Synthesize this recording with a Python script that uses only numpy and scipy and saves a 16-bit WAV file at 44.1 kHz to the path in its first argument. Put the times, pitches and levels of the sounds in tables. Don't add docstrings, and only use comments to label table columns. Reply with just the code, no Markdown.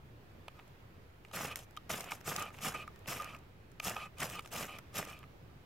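import sys
import numpy as np
from scipy import signal
from scipy.io import wavfile
from scipy.ndimage import uniform_filter1d

SR = 44100
rng = np.random.default_rng(int(sys.argv[2]) if len(sys.argv) > 2 else 0)


def amplitude_ratio(level_db):
    exponent = np.asarray(level_db, float) / 20
    return 10 ** exponent


def to_wav(s):
    ch = np.atleast_2d(s).T
    pcm = np.round(np.clip(ch, -1, 1) * 32767)
    wavfile.write(sys.argv[1], SR, pcm.astype(np.int16))


N = 249165
CONTROL_STEP = 16

# hz, width_hz, level_db
ROD_LOW = [(684, 8, -4), (1220, 27, 12), (1247, 25, 2.5), (2120, 36, -42)]
ROD_HIGH = [(2394, 92, -1), (2526, 112, 3.5), (2960, 57, -1.5), (2880, 54, -7)]
# hz, level_db_per_hz
GRIT = [(1470, -35), (2500, -3), (3480, -4.5), (4450, -11), (5270, -3), (6190, -5), (6690, -3), (7620, -7),
        (8490, -5.5), (9530, -12), (12000, -3), (13700, -12.5), (15700, -12)]
# hz, level_db_per_hz
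TICK = [(300, -23), (800, 9), (1500, -0.5), (2600, 6.5), (4500, -16), (7000, -32), (12000, -63),
        (16000, -23)]
# start_s, length_s, ring_db,
# swell_db, upper_over_lower_db
RETURNS = [(0.545, 0.069, -67.5, -0.5, -8), (1.47, 0.062, -60, 6, 5), (2.039, 0.075, -71, 6.5, 11.5),
           (2.38, 0.11, -48, -5.5, -1.5), (2.738, .1, -45, -12.5, -1), (3.189, .17, -52, -5, -3.5),
           (3.957, 0.11, -47.5, -8, -0.5), (4.301, 0.094, -58, 6, 2), (4.678, 0.11, -52.5, -8.5, 1.5),
           (5.057, .16, -53.5, -15, -0.5), (4.975, 0.037, -55.5, 6, -21), (4.165, 0.028, -73.5, 9, 9.5)]


def evened(x):
    return x / np.sqrt(np.mean(x ** 2) + 1e-20)


def drift(size):
    once = uniform_filter1d(rng.standard_normal(N), size=size)
    return evened(uniform_filter1d(once, size=size))


def patchy(noise, bins, frames):
    over_hz = uniform_filter1d(noise, size=bins, axis=0)
    return evened(uniform_filter1d(over_hz, size=frames, axis=1))


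def read(points, hz):
    f, value = np.transpose(points)
    return np.interp(np.log(hz + 1), np.log(f + 1), value)


def causal(db):
    log_gain = np.log(amplitude_ratio(np.maximum(np.r_[db, db[-2:0:-1]], -100)))
    return np.fft.ifft(np.exp(np.conj(signal.hilbert(log_gain)))).real[:1024]


def colour(x, points):
    response = causal(read(points, np.fft.rfftfreq(2048, 1 / SR)))
    return signal.oaconvolve(x, response)[:len(x)]


def level(x, lo_hz, hi_hz):
    band_filter = signal.butter(4, [lo_hz, hi_hz], "band", fs=SR, output="sos")
    return x / np.sqrt(np.mean(signal.sosfilt(band_filter, x) ** 2))


def below(x, hz):
    taps = signal.firwin(511, hz, window=("kaiser", 9), fs=SR)
    return signal.oaconvolve(x, taps[None], "same")


def resonate(x, hz, width_hz):
    pole = np.exp((2j * np.pi * hz - np.pi * width_hz) / SR)
    return 2 * signal.lfilter([1 - abs(pole)], [1, -pole], x).real


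def ring(force, modes, damping=0.68):
    return sum(amplitude_ratio(db) * resonate(force, hz, width_hz * damping) for hz, width_hz, db in modes)


def spread(gain):
    return np.interp(np.arange(N), np.arange(0, N, CONTROL_STEP), gain)


def grains(per_s, spread_db, smooth, clump_db):
    size = amplitude_ratio(spread_db * np.minimum(rng.exponential(1, N), 4))
    slips = size * (rng.random(N) < per_s / SR) * rng.choice([-1., 1.], N)
    return amplitude_ratio(clump_db * drift(130)) * (evened(slips) + smooth * rng.standard_normal(N))


def pressing(part_db, stretch, share, steep):
    # start_s, rise_s, hold_s, pressure_db, let_go_db_per_s
    pushes = [(1.322, 0.021, 0.11, -46.5, 298), (1.89, 0.0097, 0.012, -42.5, 121),
              (2.237, 0.055, 0.015, -42.5, 190), (2.591, 0.071, 0.011, -40.5, 264),
              (3.064, 0.019, 0.048, -45, 155), (3.809, 0.061, 0.0094, -40.5, 240),
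              (4.186, 0.024, 0.032, -43.5, 325), (4.505, 0.031, 0.084, -45.5, 212),
              (4.926, 0.047, 0.021, -42.5, 338)]
    hard_db = -43
    t = np.arange(0, N, CONTROL_STEP) / SR
    start, rise, hold, db, fall = np.transpose(pushes)[:, :, None]
    bite_db, bite_curve = 33, 2.24
    climb_db = -bite_db * np.clip(1 - (t - start) / (rise * stretch), 0, 1) ** bite_curve
    fall_db = share * fall * np.maximum(t - start - rise - hold, 0)
    pressure_db = hard_db + steep * (db - hard_db)
    gains = amplitude_ratio(part_db + pressure_db + climb_db - fall_db) * (t > start)
    return spread(gains.sum(0))


def dragging(rows, part_db, upper_share=0, fade_db=0, arch_db=0):
    land_s, lift_db_per_s, arch_skew = 0.0066, 908, 1.7
    t = np.arange(0, N, CONTROL_STEP) / SR
    start, length, db, swell_db, *upper_db = np.transpose(rows)[:, :, None]
    along = np.clip((t - start) / length, 0, 1)
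    shape_db = (swell_db + fade_db) * along + arch_db * (np.sin(np.pi * along ** arch_skew) - .5)
    lift_db = lift_db_per_s * np.maximum(t - start - length, 0)
    gains = amplitude_ratio(part_db + db + upper_share * sum(upper_db) + shape_db - lift_db)
    landing = np.clip((t - start) / land_s, 0, 1)
    return spread(np.sum(gains * landing, axis=0))


def scraping():
    # start_s, length_s, pressure_db, swell_db
    rubs = [(1.556, .082, -51, -12.5), (2.105, 0.052, -47.5, -10.5), (2.355, 0.066, -51, -2.5),
            (2.524, 0.061, -64.5, 0), (4.285, 0.064, -53.5, -3), (4.419, 0.071, -66.5, -2),
            (5.07, 0.062, -57, -15), (1.236, .07, -76, -4), (2.16, 0.057, -72, -6),
            (1.465, .06, -54.5, -12), (4.163, 0.039, -76, 10)]
    # hz, level_db_per_hz
    wood = [(41, -18), (70, -6), (163, 1), (310, -6.5), (700, -1.5), (1020, -6.5), (1220, -2), (1450, -6),
            (1840, -7), (2900, -8.5), (4000, -33), (5200, -42), (8800, -120)]
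    tear = np.hypot(pressing(0, 1, 1, 0.93), dragging(rubs, 0) + dragging(RETURNS, -14, 0.22))
    hiss = level(colour(grains(9000, 3., .9, 1.9), GRIT), 4000, 16000) * tear

    weight = np.hypot(pressing(-2, 1.21, 0.67, 0.76), dragging(rubs, -5) + dragging(RETURNS, -4.5, 0.55))
    shake = level(colour(grains(2200, 3., .85, 2.4), wood), 150, 950) * weight

    slips = grains(3000, 2.5, 1.5, .8)
    return hiss + shake + lower_ring(slips) + upper_ring(slips)


def lower_ring(slips):
    low = ring(slips, ROD_LOW)
    low = evened(low / uniform_filter1d(low ** 2, size=220) ** .3)
    knot_db = 3
    grip = np.hypot(pressing(-9.5, 0.9, 1.8, 1), dragging(RETURNS, 0))
    return low * amplitude_ratio(knot_db * drift(500)) * grip


def upper_ring(slips):
    grip_damping, mottle_db = 5.1, 2.5
    held = ring(slips * pressing(-2, -1.5, 6.5, 0.5), ROD_HIGH, grip_damping)
    held /= np.std(ring(slips, ROD_HIGH, grip_damping))

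    points = len(range(0, N, CONTROL_STEP))
    spots = uniform_filter1d(rng.standard_normal((points, len(ROD_HIGH))), size=50, axis=0).T
    light = slips * dragging(RETURNS, 0, 1, arch_db=7)
    free = np.zeros(N)
    for mode, spot in zip(ROD_HIGH, spots):
        free += ring(light * amplitude_ratio(mottle_db * spread(evened(spot))), [mode], 0.71)
    return held + free / np.std(ring(slips, ROD_HIGH))


def knocks():
    # start_s, peak_db, upper_ring_hz, brightness_db, upper_over_lower_db
    blows = [(0.4813, -35, 2550, -1, 8), (0.5907, -46.5, 3100, -5, -4), (1.2482, -50, 2010, 1.5, 8),
             (1.283, -55.5, 3170, -2, 8), (1.3126, -44.5, 3300, -3, 2), (1.7721, -33.5, 3150, -8.5, 1),
             (2.1187, -26.5, 2310, -8, 0), (2.504, -45.5, 2280, -8, -16), (2.748, -40, 2440, 4, 6),
             (2.8765, -38.5, 2250, -14, -19), (3.0586, -45, 2470, 0, 15), (3.1988, -35.5, 2620, -9, -14),
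             (3.3467, -41, 2240, 1, -4), (3.7991, -26.5, 2390, -7, 9.5), (3.9652, -30.5, 2500, -1.5, 1),
             (4.0045, -44, 2480, -12, -2), (4.3919, -29, 2430, -10, 1), (4.447, -45.5, 2600, -13, -10),
             (4.7882, -44, 2290, 0, -19), (5.229, -51, 2300, 6, -13), (5.238, -50, 2200, 5, -10),
             (1.77, -39, 2500, -18, -1)]
    contact_s = 0.0011
    out, t = np.zeros(N + 2000), np.arange(2000) / SR
    for s, db, upper_hz, bright_db, upper_db in blows:
        force = rng.standard_normal(2000) * t * np.exp(-t / contact_s)
        shift = upper_hz / ROD_HIGH[1][0]
        upper = [(hz * shift, width_hz, mode_db) for hz, width_hz, mode_db in ROD_HIGH]
        body = evened(ring(force, ROD_LOW, 2.2)) + amplitude_ratio(upper_db) * evened(ring(force, upper, 1.7))
        tick = colour(force, TICK)
        at = round(s * SR)
        out[at:at + 2000] += amplitude_ratio(db) * (body / abs(body).max() + amplitude_ratio(bright_db) * tick / abs(tick).max())
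    return out[:N]


def sparks():
    # start_s, peak_db, tilt_db_per_octave, left_right_db
    pops = [(1.5573, -18.5, 0.5, 0), (1.7087, -44.5, 0, 4), (1.7657, -36, -1.5, 6),
            (2.0594, -50, -1.5, 2.0), (2.211, -39, -5, 0), (2.3627, -21, -2, -3), (2.664, -42, -3, 0.5),
            (2.9597, -43, -4, 2.0), (2.9914, -46, 4, 1.5), (3.2213, -30, -3.5, 1), (3.244, -29.5, -3, -2),
            (3.9467, -34, 0, 1.0), (4.299, -25, -1, -1), (4.4593, -35.5, -3, 2.0), (4.4744, -38, -2, 0),
            (5.124, -42, 4, 0.5), (5.19, -39, 2, 3)]
    # start_s, peak_db, left_right_db
    burns = [(0.6769, -54.5, 0.0), (1.5894, -37, -1), (1.61, -50, 1.5), (2.006, -29.5, 0), (2.0416, -34, 1),
             (2.2054, -48, 3), (2.395, -31.5, -3), (2.4222, -28.5, 2.0), (2.5461, -52, 6), (2.586, -45, -3),
             (3.3636, -48, 3.0), (3.3867, -54, 0.5), (3.7155, -53, 2), (4.1827, -41, 2), (4.3544, -39, -2),
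             (4.405, -48, -1), (4.785, -38, 1), (5.049, -38, -2), (5.098, -40, -1), (2.3605, -26, 1.0)]
    pop_fizz_ms, burn_fizz_ms = 1.36, 3.5
    bursts = [(*pop, pop_fizz_ms) for pop in pops]
    bursts += [(s, db, 0, pan_db, burn_fizz_ms) for s, db, pan_db in burns]
    out, t = np.zeros((2, N + 1024)), np.arange(1024) / SR
    hz = np.fft.rfftfreq(2048, 1 / SR)
    octaves = np.log2((hz + 1) / 8000)
    grit_db = .7 * read(GRIT, np.clip(hz, 2800, 15000))
    bass_cut_db = 7. * np.minimum(octaves + 2.5, 0)
    for s, db, tilt_db, pan_db, fizz_ms in bursts:
        fizz = .14 * fizz_ms ** 2 * rng.standard_normal((2, 1024)) * np.exp(-1000 * t / fizz_ms)
        shape = causal(tilt_db * octaves + grit_db + bass_cut_db)
        click = signal.fftconvolve((t == 0) + fizz, shape[None])[:, :1024]
        at = round((s + .0009) * SR)
        gain = amplitude_ratio(db + np.array([[.5], [-.5]]) * pan_db)
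        out[:, at:at + 1024] += gain * click / abs(click).max()
    return out[:, :N]


def clacks():
    # start_s, peak_db
    hits = [(2.544, -42), (2.548, -42), (2.5525, -54), (2.574, -48), (2.5823, -42), (2.5875, -38),
            (2.5912, -40), (.597, -41), (2.168, -58), (2.19, -55), (4.459, -40)]
    (s, db), force = np.transpose(hits), np.zeros(N)
    force[np.round(s * SR).astype(int)] = amplitude_ratio(db)
    unit_click = colour(np.r_[1., np.zeros(99)], TICK)
    return colour(force, TICK) / abs(unit_click).max()


def ports(x):
    # hz, left_right_likeness
    near_same = [(60, .99), (300, .97), (1500, .94), (3000, .82), (6000, .6), (10000, .45), (15000, .3)]
    # hz, left_right_db
    near_lean = [(60, -.5), (250, -2.3), (600, -2.6), (1200, -1.5), (2500, -1.7), (5000, .4), (9000, 3.3),
                 (14000, 3.2)]
    # hz, left_lead_rad
    near_turn = [(0, 0), (2500, -.1), (4000, .5), (6300, -.7), (8000, -.2), (11800, -.6), (12700, -1.4),
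                 (16000, -2.2)]
    patch_db = 1.5
    hz, t, z = signal.stft(x, SR, nperseg=256, noverlap=192)
    jitter_rad = np.sqrt(-2 * np.log(np.clip(read(near_same, hz), .05, 1)))[:, None]
    jitter = patchy(rng.standard_normal((len(t), len(hz))).T, 5, 6)
    patches = patchy(rng.standard_normal((len(t), len(hz))).T, 5, 14)
    z = z * amplitude_ratio(patch_db * patches)
    half = np.array([.5, -.5])[:, None, None]
    turn = half * (read(near_turn, hz)[:, None] + jitter_rad * jitter)
    paths = amplitude_ratio(half * read(near_lean, hz)[:, None]) * np.exp(1j * turn)
    return signal.istft(z * paths, SR, nperseg=256, noverlap=192)[1][:, :N]


def woods():
    # hz, level_db_per_hz
    air = [(12, -40), (20, -17), (22, -38), (45, -6), (109, -3), (139, -9), (234, -15.5), (292, -17),
           (440, -18.5), (518, -22), (563, -22.5), (896, -26), (2530, -32.5), (9160, -51), (13800, -47)]
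    # hz, left_right_likeness
    air_same = [(60, .97), (130, .93), (290, .65), (640, .25), (1400, -.15), (3000, .05), (15000, 0)]
    # hz, left_right_db
    air_lean = [(60, -0.5), (180, -1.5), (550, -2.0), (1650, -3), (4970, -1), (15000, 3)]
    # time_s, rumble_db, leaf_hiss_db
    swell = [(0, 1, 4), (.6, -2, 6.5), (1.2, -2, 4), (1.8, -1, 6), (2.9, 1.7, 8), (3.599, 1.1, 4),
             (4.8, 0.8, 7.5), (5.65, 0, 4.9)]
    air_db = -58.5
    frames, hz = N // 512 + 5, np.fft.rfftfreq(2048, 1 / SR)
    a, b, c, d, noise = rng.standard_normal((frames, 1025, 5)).T
    patches = patchy(noise, 12, 8)

    s, rumble_db, hiss_db = np.transpose(swell)
    t = np.arange(frames) * 512 / SR
    low = (1 / (1 + (hz / 300) ** 2))[:, None]
    swell_db = low * np.interp(t, s, rumble_db) + (1 - low) * np.interp(t, s, hiss_db)

    same, left = np.clip(read(air_same, hz), -1, 1)[:, None], a + 1j * b
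    z = np.array([left, same * left + np.sqrt(1 - same ** 2) * (c + 1j * d)])
    lean_db = np.array([.5, -.5])[:, None, None] * read(air_lean, hz)[:, None]
    body_db = read(air, np.minimum(hz, air[-1][0] - 600))[:, None]
    z *= amplitude_ratio(body_db + 0.99 * patches + lean_db)
    scale = np.std(signal.istft(z.mean(0), nperseg=2048, noverlap=1536)[1])
    sound = signal.istft(z * amplitude_ratio(swell_db), nperseg=2048, noverlap=1536)[1][:, :N]
    return amplitude_ratio(air_db) / scale * sound


def whines():
    # time_s, pitch_hz, level_db
    high_path = [(0, 14220, -89), (.5, 14250, -89), (1.2, 14200, -89), (3.5, 14220, -89),
                 (3.6, 14260, -110), (3.9, 14300, -110), (4.1, 14320, -90), (5.65, 14310, -89)]
    # pitch_hz, level_db
    low_hz, low_db = (10380, -98)
    width_hz = 90
    t, (s, hz, db) = np.arange(N) / SR, np.transpose(high_path)
    a, b = uniform_filter1d(rng.standard_normal((2, 2, 2, N)), size=SR // width_hz, axis=3)
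    chorus = a + 1j * b
    chorus /= abs(chorus) ** .7 * np.std(chorus.real / abs(chorus) ** .7)
    chorus = .6 * chorus + .6 * chorus[:, :1]
    high_turn = np.exp(2j * np.pi * np.cumsum(np.interp(t, s, hz)) / SR)
    high = amplitude_ratio(np.interp(t, s, db)) * (chorus[0] * high_turn).real
    low = amplitude_ratio(low_db) * (chorus[1] * np.exp(2j * np.pi * low_hz * t)).real
    return high + low


def bird():
    # time_s, pitch_hz, level_db
    note = [
        (2.915, 1800, -95),
        (2.935, 1810, -77),
        (2.957, 1850, -71),
        (2.98, 1810, -79),
        (2.99, 1830, -85),
        (3.01, 1855, -74),
        (3.035, 1810, -95),
    ]
    t, (s, hz, db) = np.arange(N) / SR, np.transpose(note)
    phase = 2 * np.pi * np.cumsum(np.interp(t, s, hz)) / SR
    return np.sqrt(2) * amplitude_ratio(np.interp(t, s, db, -200, -200)) * np.sin(phase)


def scene():
    edge_hz, click_edge_hz = 15880, 16500
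    pops = sparks()
    leak = amplitude_ratio(-14) * (below(pops, click_edge_hz) - below(pops, edge_hz))
    near = ports(scraping() + knocks() + clacks())
    return below(near + pops + woods() + whines() + bird(), edge_hz) + leak


def low_pass(x):
    return signal.sosfilt(signal.butter(12, 16590, fs=SR, output="sos"), x)


def record(dry):
    offset = -.0005
    return low_pass(dry + offset)


dry = scene()
out = record(dry)
to_wav(out)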